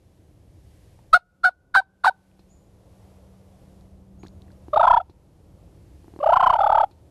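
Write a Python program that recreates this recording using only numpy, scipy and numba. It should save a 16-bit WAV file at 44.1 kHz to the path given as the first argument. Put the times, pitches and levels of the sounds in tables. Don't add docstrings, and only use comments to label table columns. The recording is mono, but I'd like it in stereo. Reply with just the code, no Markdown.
import sys
import numpy as np
from scipy import signal
from scipy.fft import rfft, irfft, next_fast_len
from scipy.io import wavfile
from scipy.ndimage import uniform_filter1d
from numba import njit

SR = 44100
rng = np.random.default_rng(int(sys.argv[2]) if len(sys.argv) > 2 else 0)


def unload_audio(sound):
    columns = np.transpose(np.atleast_2d(sound))
    steps = np.round(np.clip(columns, -1, 1) * 32767)
    wavfile.write(sys.argv[1], SR, steps.astype(np.int16))


N = 313110
TIME = np.arange(N) / SR


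def undb(db):
    return 10 ** (np.asarray(db) / 20)


def level(x, db):
    return x * undb(db) / np.sqrt(np.mean(x ** 2))


def shape(x, gain):
    size = next_fast_len(len(x))
    hz = np.arange(size // 2 + 1) * SR / size + 1
    return irfft(rfft(x, size) * gain(hz), size)[:len(x)]


def points(table):
    hz, db = np.transpose(table)
    return lambda f: undb(np.interp(np.log(f), np.log(hz), db))


def modes(table):
    return lambda f: sum(undb(db) / (1 + (2 * (f - hz) / width) ** 2) ** 1.3 for hz, width, db in table)


def walk(rate):
    k = int(SR / rate)
    steps = np.repeat(rng.standard_normal(N // k + 1), k)
    x = uniform_filter1d(uniform_filter1d(steps, k), k)[:N]
    return x / x.std()


def curve(s, values, smooth_s=.002):
    return uniform_filter1d(np.interp(TIME, s, values), int(smooth_s * SR))


# pitch_hz, density_db (per Hz)
FIELD_SPECTRUM = [(12, -48.5), (20, -19.5), (70, 1), (87, -0.5), (132, -7), (189, -9), (223, -18.5),
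                  (310, -13), (445, -19.5), (511, -16.5), (1460, -37), (8860, -44.5), (10800, -43),
                  (13100, -47.5), (15000, -82.5)]
# time_s, swell_db
TRAFFIC_SWELL = [(0, 0), (1.1, -1.5), (2.5, -2), (4.2, 1), (5.1, -1), (5.8, 2.5), (7.1, -2)]
FIELD_DB = -62.5


def field():
    noise = level(shape(rng.standard_normal(N), points(FIELD_SPECTRUM)), FIELD_DB)
    swell_db = curve(*np.transpose(TRAFFIC_SWELL))
    out = np.zeros(N)
    for lo, hi, share in [(0, 60, 1), (60, 140, 1), (140, 400, 1), (400, 1500, .5), (1500, SR, 0)]:
        band = shape(noise, lambda f: (f > lo) & (f <= hi))
        out += undb(share * swell_db + 1.6 * walk(3.1)) * band
    return out


# time_s, level_db
MOTOR_LEVEL = [(0, -98), (1.1, -79), (2.3, -70.5), (3.0, -72), (3.9, -66.5), (4.6, -69.5), (5.2, -85),
               (7.1, -93)]
MOTOR_HZ = 191.3


def motor():
    phase = 2 * np.pi * np.cumsum(MOTOR_HZ * (1 + 0.004 * walk(0.91))) / SR
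    return np.sqrt(2) * np.sin(phase) * undb(curve(*np.transpose(MOTOR_LEVEL)) + 1.4 * walk(3.5))


def add_ring(out, s, db, hz, t60):
    t = TIME[:SR // 8]
    wander = np.cumsum(rng.standard_normal(len(t))) * hz / 15000
    onset = 1 - np.exp(-t * hz * 11.6)
    ring = np.sin(2 * np.pi * hz * t + wander) * undb(-60 * t / t60) * onset
    out[int(s * SR):][:len(t)] += undb(db) * ring


# time_s, level_db, pitch_hz
CRACKLE_HITS = [(.99, -59, 910), (2.315, -65.5, 2510), (3.81, -65, 4050), (4.232, -53.5, 2570),
                (4.245, -58.5, 1200), (4.263, -57, 1730), (4.268, -53.5, 3600), (4.272, -54, 6000),
                (4.283, -54, 4340), (4.42, -55, 4040), (4.481, -65, 1780), (4.504, -63, 1490),
                (4.518, -62, 4030)]
CRACKLE_CYCLES = 20


def crackles():
    out = np.zeros(N)
    for s, db, hz in CRACKLE_HITS:
        add_ring(out, s, db, hz, CRACKLE_CYCLES / hz)
    return out


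# time_s, centre_hz
MOUTH_PATH = [(1.13, 3950), (1.45, 4238), (1.76, 3917), (2.07, 3866), (4.74, 3639), (4.8, 3688),
              (4.9, 3252), (5.0, 3360), (6.25, 2838), (6.35, 3050), (6.55, 3028), (6.59, 3480),
              (6.85, 3236)]
MOUTH_WIDTH_HZ = 190


def mouth(x):
    turn = 2 * np.pi * np.cumsum(curve(*np.transpose(MOUTH_PATH))) / SR
    out = np.zeros(N)
    for wave in (np.cos(turn), np.sin(turn)):
        out += wave * shape(x * wave, lambda f: 1 / (1 + (2 * f / MOUTH_WIDTH_HZ) ** 2))
    return out


THROAT_TOP_HZ = 1670


def membrane(hz, multiple, low, upper, treble, rough, colour, mouth_db,
             wobble=0.048, flutter_db=14.0, air=.15, chaos=2.5):
    step = 2 * np.pi * hz / SR
    slow = np.cumsum(step * (1 + wobble * rough * walk(700)))
    fast = np.cumsum(step * multiple * (1 + wobble * rough * walk(700)))
    lines = low * undb(-flutter_db * rough * walk(350) ** 2) * np.sin(slow)
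    passed = upper / np.sqrt(1 + (hz * multiple / THROAT_TOP_HZ) ** 16)
    lines += passed * undb(-flutter_db * rough * walk(350) ** 2) * np.sin(fast)
    buzz = level(sum(np.cos(k * fast / 2 + k * k) for k in range(3, 19)), 0)
    hiss = level(rng.standard_normal(N) * (1 + np.cos(slow)), 0)
    hiss_share = np.clip(air + chaos * rough, 0, 1)
    source = np.sqrt(1 - hiss_share) * buzz + np.sqrt(hiss_share) * hiss
    coloured = level(shape(source, colour), 0) + level(mouth(source), mouth_db)
    return np.sqrt(2) * lines + treble * coloured


# start_s, attack_s, leap_s,
# end_s, pre_leap_hz, leap_hz, locked_hz, octave_db, low_line_db, treble_db, closing_peep_db,
# roughness until the note locks (0-1, on top of a little throughout)
YELP_NOTES = [(1.127, 0.013, .020, .050, 645, 725, 721, -5.5, -18.5, -31, -52.5, 0.1),
              (1.431, .015, .021, 0.065, 689.3, 784, 730.6, -9.5, -23.5, -38.5, -49, 0.1),
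              (1.739, .013, .029, .067, 725, 820, 769.6, -9, -19.5, -35, -38.5, .25),
              (2.035, .011, 0.033, 0.064, 700, 950, 757, -14, -18.5, -38, -36.5, .35)]
# pitch_hz, gain_db
YELP_SPECTRUM = [(1060, -24), (1800, -0.5), (2350, -1.5), (2930, -6), (4410, 0), (5860, -17.5),
                 (6460, -16.5), (7710, -19), (8810, -10.5), (10300, -27), (11900, -18.5), (14000, -35.5),
                 (15000, -65)]
# time_s, length_s, low_line_db
YELP_CRACKS = [(1.757, .010, -14), (2.05, .014, -15)]
CRACK_HZ, CRACK_MULTIPLE, CRACK_ROUGH, YELP_ROUGH = 1061, 1.1, 0.64, 0.05
LEAP_S, SETTLE_S, SETTLE_HZ_PER_S, END_SAG = .006, .005, 33000, 0.87
PEEP_AFTER_S, PEEP_S, PEEP_HZ, PEEP_ROUGH = .011, .004, 942, .5
PEEP_HISS_DB, PEEP_HISS_S = -25, .012
LOW_START_DB, STOP_S = -18, 0.0054
OCTAVE_RISE, OCTAVE_FADE, TREBLE_RISE, TREBLE_FADE = 2.4, 0.9, 2.0, 1
LEAP_CHOKE_DB, LEAP_LIFT_DB = -48.5, 12.5


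def yelps():
    pitch = []
    low, upper, treble, peep, rough, locked = np.zeros((6, N))
    for (s, attack, leap, end, start_hz, leap_hz, hz,
         octave_db, low_db, treble_db, peep_db, harsh) in YELP_NOTES:
        lock = leap + SETTLE_S + (leap_hz - hz) / SETTLE_HZ_PER_S
        pitch += [(s + leap - LEAP_S, start_hz), (s + leap, leap_hz),
                  (s + lock, hz), (s + end - STOP_S, hz), (s + end, END_SAG * hz),
                  (s + end + PEEP_AFTER_S / 2, PEEP_HZ), (s + end + 3 * PEEP_AFTER_S, PEEP_HZ)]
        t = TIME - s
        ramp = np.clip(t / attack, 0, 1)
        rise, stop = ramp ** OCTAVE_RISE, np.clip((end - t) / STOP_S, 0, 1)
        left = np.clip((end - t) / (end - lock), 0, 1)
        low += undb(low_db + LOW_START_DB * np.clip(1 - t / leap, 0, 1)) * rise * stop
        upper += undb(octave_db) * rise * left ** OCTAVE_FADE
        trail = undb(PEEP_HISS_DB) * (t > lock) * np.exp(-np.maximum(t - end, 0) / PEEP_HISS_S)
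        treble += undb(treble_db) * (ramp ** TREBLE_RISE * left ** TREBLE_FADE + trail)
        rough += harsh * (t > 0) * np.clip((lock - t) / SETTLE_S, 0, 1)
        locked += hz * (t > 0) * (t < end)
        peep += undb(peep_db) * np.exp(-.5 * ((t - end - PEEP_AFTER_S) / PEEP_S) ** 2)
    hz = curve(*np.transpose(pitch))
    octaves_over = np.log2(np.maximum(hz / np.where(locked > 0, locked, hz), 1))
    low = low * undb(LEAP_LIFT_DB * octaves_over)
    upper = upper * undb(LEAP_CHOKE_DB * octaves_over)
    cracks = np.array([np.cos(np.pi * np.clip((TIME - s) / length, -.5, .5))
                       for s, length, db in YELP_CRACKS])
    low = np.maximum(low, undb(np.array(YELP_CRACKS)[:, 2]) @ cracks)
    crack = cracks.sum(axis=0)
    rough = YELP_ROUGH + np.maximum(rough, CRACK_ROUGH * crack) + PEEP_ROUGH * (locked == 0)
    hz = hz + (CRACK_HZ - hz) * crack
    multiple = 2 + (CRACK_MULTIPLE - 2) * crack
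    return membrane(hz, multiple, low + peep, upper, treble, rough, points(YELP_SPECTRUM),
                    mouth_db=-11.0, flutter_db=13.5, air=0.12, chaos=1.2)


def air_thumps(yelp, purr):
    push = undb(2.0) * yelp ** 2 + undb(16.5) * purr ** 2
    return undb(-15.5) * shape(push, lambda f: 1 / (1 + (f / 250) ** 2) / (1 + (32 / f) ** 2))


def smear(calls, tail):
    return signal.fftconvolve(calls, tail / np.sqrt(np.sum(tail ** 2)))[:N]


BRUSH_DB, BRUSH_T60_S = -29, 0.13


def brush_smear(calls):
    t = TIME[:SR // 8]
    tail = rng.standard_normal(len(t)) * undb(-60 * t / BRUSH_T60_S) * (t > .004)
    return undb(BRUSH_DB) * smear(calls, tail)


ECHO_DB, ECHO_T60_S = -59.5, .9


def tree_echo(calls):
    t = TIME[:SR]
    tail = rng.standard_normal(SR) * undb(-60 * t / ECHO_T60_S) * (t > .015)
    return undb(ECHO_DB) * smear(calls, shape(tail, lambda f: 1 / (1 + (f / 2500) ** 2)))


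# time_s, level_db, upper_ring_db (added above 2 kHz)
SMACK_HITS = [(2.393, -49.5, 4.5), (4.235, -39.5, -7.5), (4.251, -43, -9), (4.683, -40.5, -20),
              (5.097, -45, -2), (6.044, -50, -15), (6.081, -46, -25), (6.138, -45.5, -14),
              (6.162, -41.5, -15), (6.19, -36.5, -20), (6.911, -50, 3)]
# pitch_hz, relative_db, t60_s
SMACK_RINGS = [(336, -2.5, 0.028), (750, -5.5, 0.0087), (2490, -28.5, .05), (4100, -21.5, .07)]


def smacks():
    out = np.zeros(N)
    for s, db, upper_db in SMACK_HITS:
        for hz, ring_db, t60 in SMACK_RINGS:
            add_ring(out, s, db + ring_db + upper_db * (hz > 2000), hz, t60)
    return out


# start_s, length_s, start_hz, end_hz, peak_db
BIRD_CHIRPS = [(2.486, 0.052, 6500, 7330, -74), (4.188, 0.035, 6430, 7000, -77)]


def bird():
    chirps = np.zeros(N)
    for s, length, start_hz, end_hz, db in BIRD_CHIRPS:
        u = np.clip((TIME - s) / length, 0, 1)
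        phase = 2 * np.pi * np.cumsum(start_hz + (end_hz - start_hz) * u) / SR
        chirps += undb(db) * np.sin(np.pi * u) * np.sin(phase)
    leaves = rng.standard_normal(SR // 4) * undb(-60 * TIME[:SR // 4] / 0.5)
    return chirps + 0.037 * signal.fftconvolve(chirps, leaves)[:N]


# opening_s, squeeze_s, length_s, squeeze_db, opening_db, octave_db, squeeze_hz
PURR_BEATS = [(4.737, 0.0055, .014, -30, -32, -30.5, 619.4), (4.7639, .011, .017, -23, -27, -28, 890.6),
              (4.7996, .010, .021, -23, -24.5, -26, 942), (4.8336, .008, .011, -21, -24, -24, 994.7),
              (4.8464, .007, .011, -22, -25.5, -29.5, 949), (4.8714, .006, .018, -17.5, -29, -25, 1042),
              (4.9024, .008, 0.019, -15.5, -28, -25, 999.7), (4.9322, .006, .019, -17, -28.5, -22.5, 975.6),
              (4.9654, 0.0055, .017, -18.5, -33.5, -26, 946), (5.0038, 0.0069, .014, -36, -36.5, -35, 760),
              (6.206, .004, .012, -40, -45, -47.5, 587.4), (6.2327, .010, .015, -30, -31, -36, 840),
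              (6.2646, .010, .016, -27.5, -24, -38, 859.7), (6.2938, .010, .020, -28.5, -22, -39, 915.3),
              (6.326, .008, .019, -22, -23, -37, 1014), (6.3619, 0.0065, .016, -19.5, -24.5, -28, 1082),
              (6.4, .006, .015, -20.5, -24, -28, 1041), (6.4304, .005, .019, -20.5, -21, -27, 1095),
              (6.465, .004, .016, -18.5, -24, -23, 1058), (6.4978, .005, .014, -17.5, -22.5, -25, 1050),
              (6.5293, .005, .017, -19.5, -30.5, -30, 948), (6.556, .004, .0156, -26, -24.5, -33, 912.6),
              (6.587, .004, .0114, -22, -38.5, -36.5, 852), (6.6084, 0.0041, .018, -23, -23.5, -27, 802),
              (6.6358, 0.0056, .0175, -22, -31, -25.5, 858.6),
              (6.6656, 0.0035, 0.014, -22.5, -25, -26.5, 866.4),
              (6.6963, 0.0068, 0.0092, -19, -29, -29.5, 890.5), (6.72, .005, .015, -20.5, -37, -26.5, 885),
              (6.749, 0.0041, .014, -21, -29.5, -28, 873), (6.7767, .005, 0.015, -22, -27, -27.5, 933),
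              (6.802, .006, .018, -22.5, -31, -29, 886), (6.8346, .004, 0.011, -24.5, -25.5, -35, 829)]
# time_s, opening_hz (on which the beats open), roughness (0-1)
PURR_OPENING = [(4.739, 603.8, 0.2), (4.8, 640.3, .2), (4.85, 677.7, 0.4), (4.9, 672.4, .12),
                (5.0, 664.5, .1), (6.2, 555, .12), (6.301, 650, .15), (6.33, 688.2, .42),
                (6.402, 740.7, .48), (6.53, 677, 0.6), (6.561, 664.6, .15), (6.65, 621.5, .15),
                (6.842, 639, .15)]
# centre_hz, width_hz, gain_db
PURR_RESONANCES = [(1175, 3100, 7), (2120, 2400, 0), (3010, 610, -6.5), (5470, 450, -16),
                   (6900, 3000, -25.5), (8400, 550, -14), (10480, 670, -13), (12420, 750, -9)]
# centre_hz, width_hz, gain_db
NASAL_RESONANCE = (4500, 450, -6)
RISE_S, OCTAVE_S = 0.0072, 0.0022
HOLD = .35
SAG_AT = 0.8
SQUEEZE_SAG, CLOSE_SHARE = 0.98, .4
GAP_DB, CLOSE_DB = -26.5, -8
SWELL_DB, SQUEEZE_TREBLE_DB = 2.2, 3.5
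PURR_OCTAVE_DB, SLIDE_DB, CLOSING_OCTAVE_DB = -21, 16, -9.5
PURR_TREBLE_DB, STRAIN_TREBLE_DB = -33, 10.5
OCTAVE_SLIDE = 1.6
UNDER_DB = -7.0


def purrs():
    start, squeeze, length, squeeze_db, open_db, octave_db, top_hz = np.transpose(PURR_BEATS)
    s = start[:, None] + np.column_stack(
        [0 * start, 0 * start, squeeze, squeeze + SAG_AT * (length - squeeze), length])
    after_last_close = np.append(0, s[:-1, 4]) + .002
    s[:, 0] = np.minimum(np.maximum(start - RISE_S, after_last_close), start - .002)
    when, pitch, roughness = np.transpose(PURR_OPENING)
    open_hz = np.interp(start, when, pitch)
    strain = np.interp(start, when, roughness).clip(0, .6)
    close_hz = open_hz + CLOSE_SHARE * (top_hz - open_hz)
    hz = np.column_stack([open_hz, open_hz, top_hz, SQUEEZE_SAG * top_hz, close_hz])
    db = np.column_stack([squeeze_db + GAP_DB, open_db, squeeze_db, squeeze_db, squeeze_db + CLOSE_DB])
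    gate, octave, swell = np.zeros((3, N))
    for k in range(len(s)):
        gate[int(s[k, 0] * SR):int((s[k, 4] + .012) * SR)] = 1
        octave += undb(octave_db[k]) * np.exp(-.5 * ((TIME - s[k, 1]) / OCTAVE_S) ** 2)
        swell += np.sin(np.pi * np.clip((TIME - s[k, 2]) / (s[k, 3] - s[k, 2]), 0, 1))
    last = np.append(np.diff(start) > .1, True)
    ends = s[last, 4] + 0.0046
    times = np.append(s, ends)
    order = np.argsort(times)
    low = curve(times[order], np.append(undb(db), 0 * ends)[order]) * curve(TIME, gate)
    low *= undb(SWELL_DB * swell)
    rough = curve(s[:, 2], strain)
    multiple = np.full(s.shape, 2.)
    multiple[:, 2:4] -= OCTAVE_SLIDE * strain[:, None]
    closing = curve(s.ravel(), np.tile([1, 0, 0, 1, 1], len(s)))
    upper = octave + undb(PURR_OCTAVE_DB + SLIDE_DB * rough + CLOSING_OCTAVE_DB * closing) * low
    drive = curve(TIME, low * undb(SQUEEZE_TREBLE_DB * swell) + 0.76 * octave, 0.003)
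    treble = undb(PURR_TREBLE_DB + STRAIN_TREBLE_DB * rough) * drive
    held = np.sin(2 * np.pi * np.cumsum(curve(s[:, 1], hz[:, 1])) / SR)
    under = undb(UNDER_DB) * np.clip(rough - .15, 0, 1) * low * held
    pitch_s = s.copy()
    pitch_s[:, 1] += HOLD * (s[:, 2] - s[:, 1])
    return under + membrane(curve(pitch_s.ravel(), hz.ravel()), curve(s.ravel(), multiple.ravel()),
                            low, upper, treble, rough, modes(PURR_RESONANCES + [NASAL_RESONANCE]),
                            mouth_db=-6.0, air=0.6, chaos=1.6, wobble=.05, flutter_db=3.0)


def scene():
    yelp, purr = yelps(), purrs()
    calls = yelp + purr
    mono = calls + brush_smear(calls) + tree_echo(calls) + air_thumps(yelp, purr)
    mono += field() + motor() + crackles() + smacks() + bird()
    side = undb(-37) * np.roll(mono, 30) * walk(40)
    return np.array([mono + side, mono - side])


@njit
def ride(want, start, top, attack, release):
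    out, g = np.empty(len(want)), start
    for i in range(len(want)):
        g = min(top, g + (want[i] - g) * (attack if want[i] < g else release))
        out[i] = g
    return out


GAIN_MAX_DB, GAIN_START_DB, GAIN_KNEE_DB, GAIN_SLOPE, GAIN_PULL_DB = 12, 7, -33, 0.64, 4
ATTACK_S, RELEASE_S, SENSE_HZ = 0.0068, 0.69, 1200
CEILING, TOP_HZ = .74, 15235


def record(dry):
    sensed = shape(dry.mean(axis=0), lambda f: 1 / np.sqrt(1 + (SENSE_HZ / f) ** 8))
    loud_db = 10 * np.log10(uniform_filter1d(sensed ** 2, 200).clip(1e-12))
    over_db = loud_db - GAIN_KNEE_DB
    want = np.where(over_db > 0, GAIN_MAX_DB - GAIN_SLOPE * over_db, GAIN_MAX_DB + GAIN_PULL_DB)
    gain_db = ride(want, GAIN_START_DB, GAIN_MAX_DB, 1 / (ATTACK_S * SR), 1 / (RELEASE_S * SR))
    wet = dry * undb(gain_db)
    wet = wet / (1 + np.abs(wet / CEILING) ** 12) ** (1 / 12)
    return signal.sosfilt(signal.ellip(10, .2, 70, TOP_HZ, fs=SR, output="sos"), wet)


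dry = scene()
out = record(dry)
unload_audio(out)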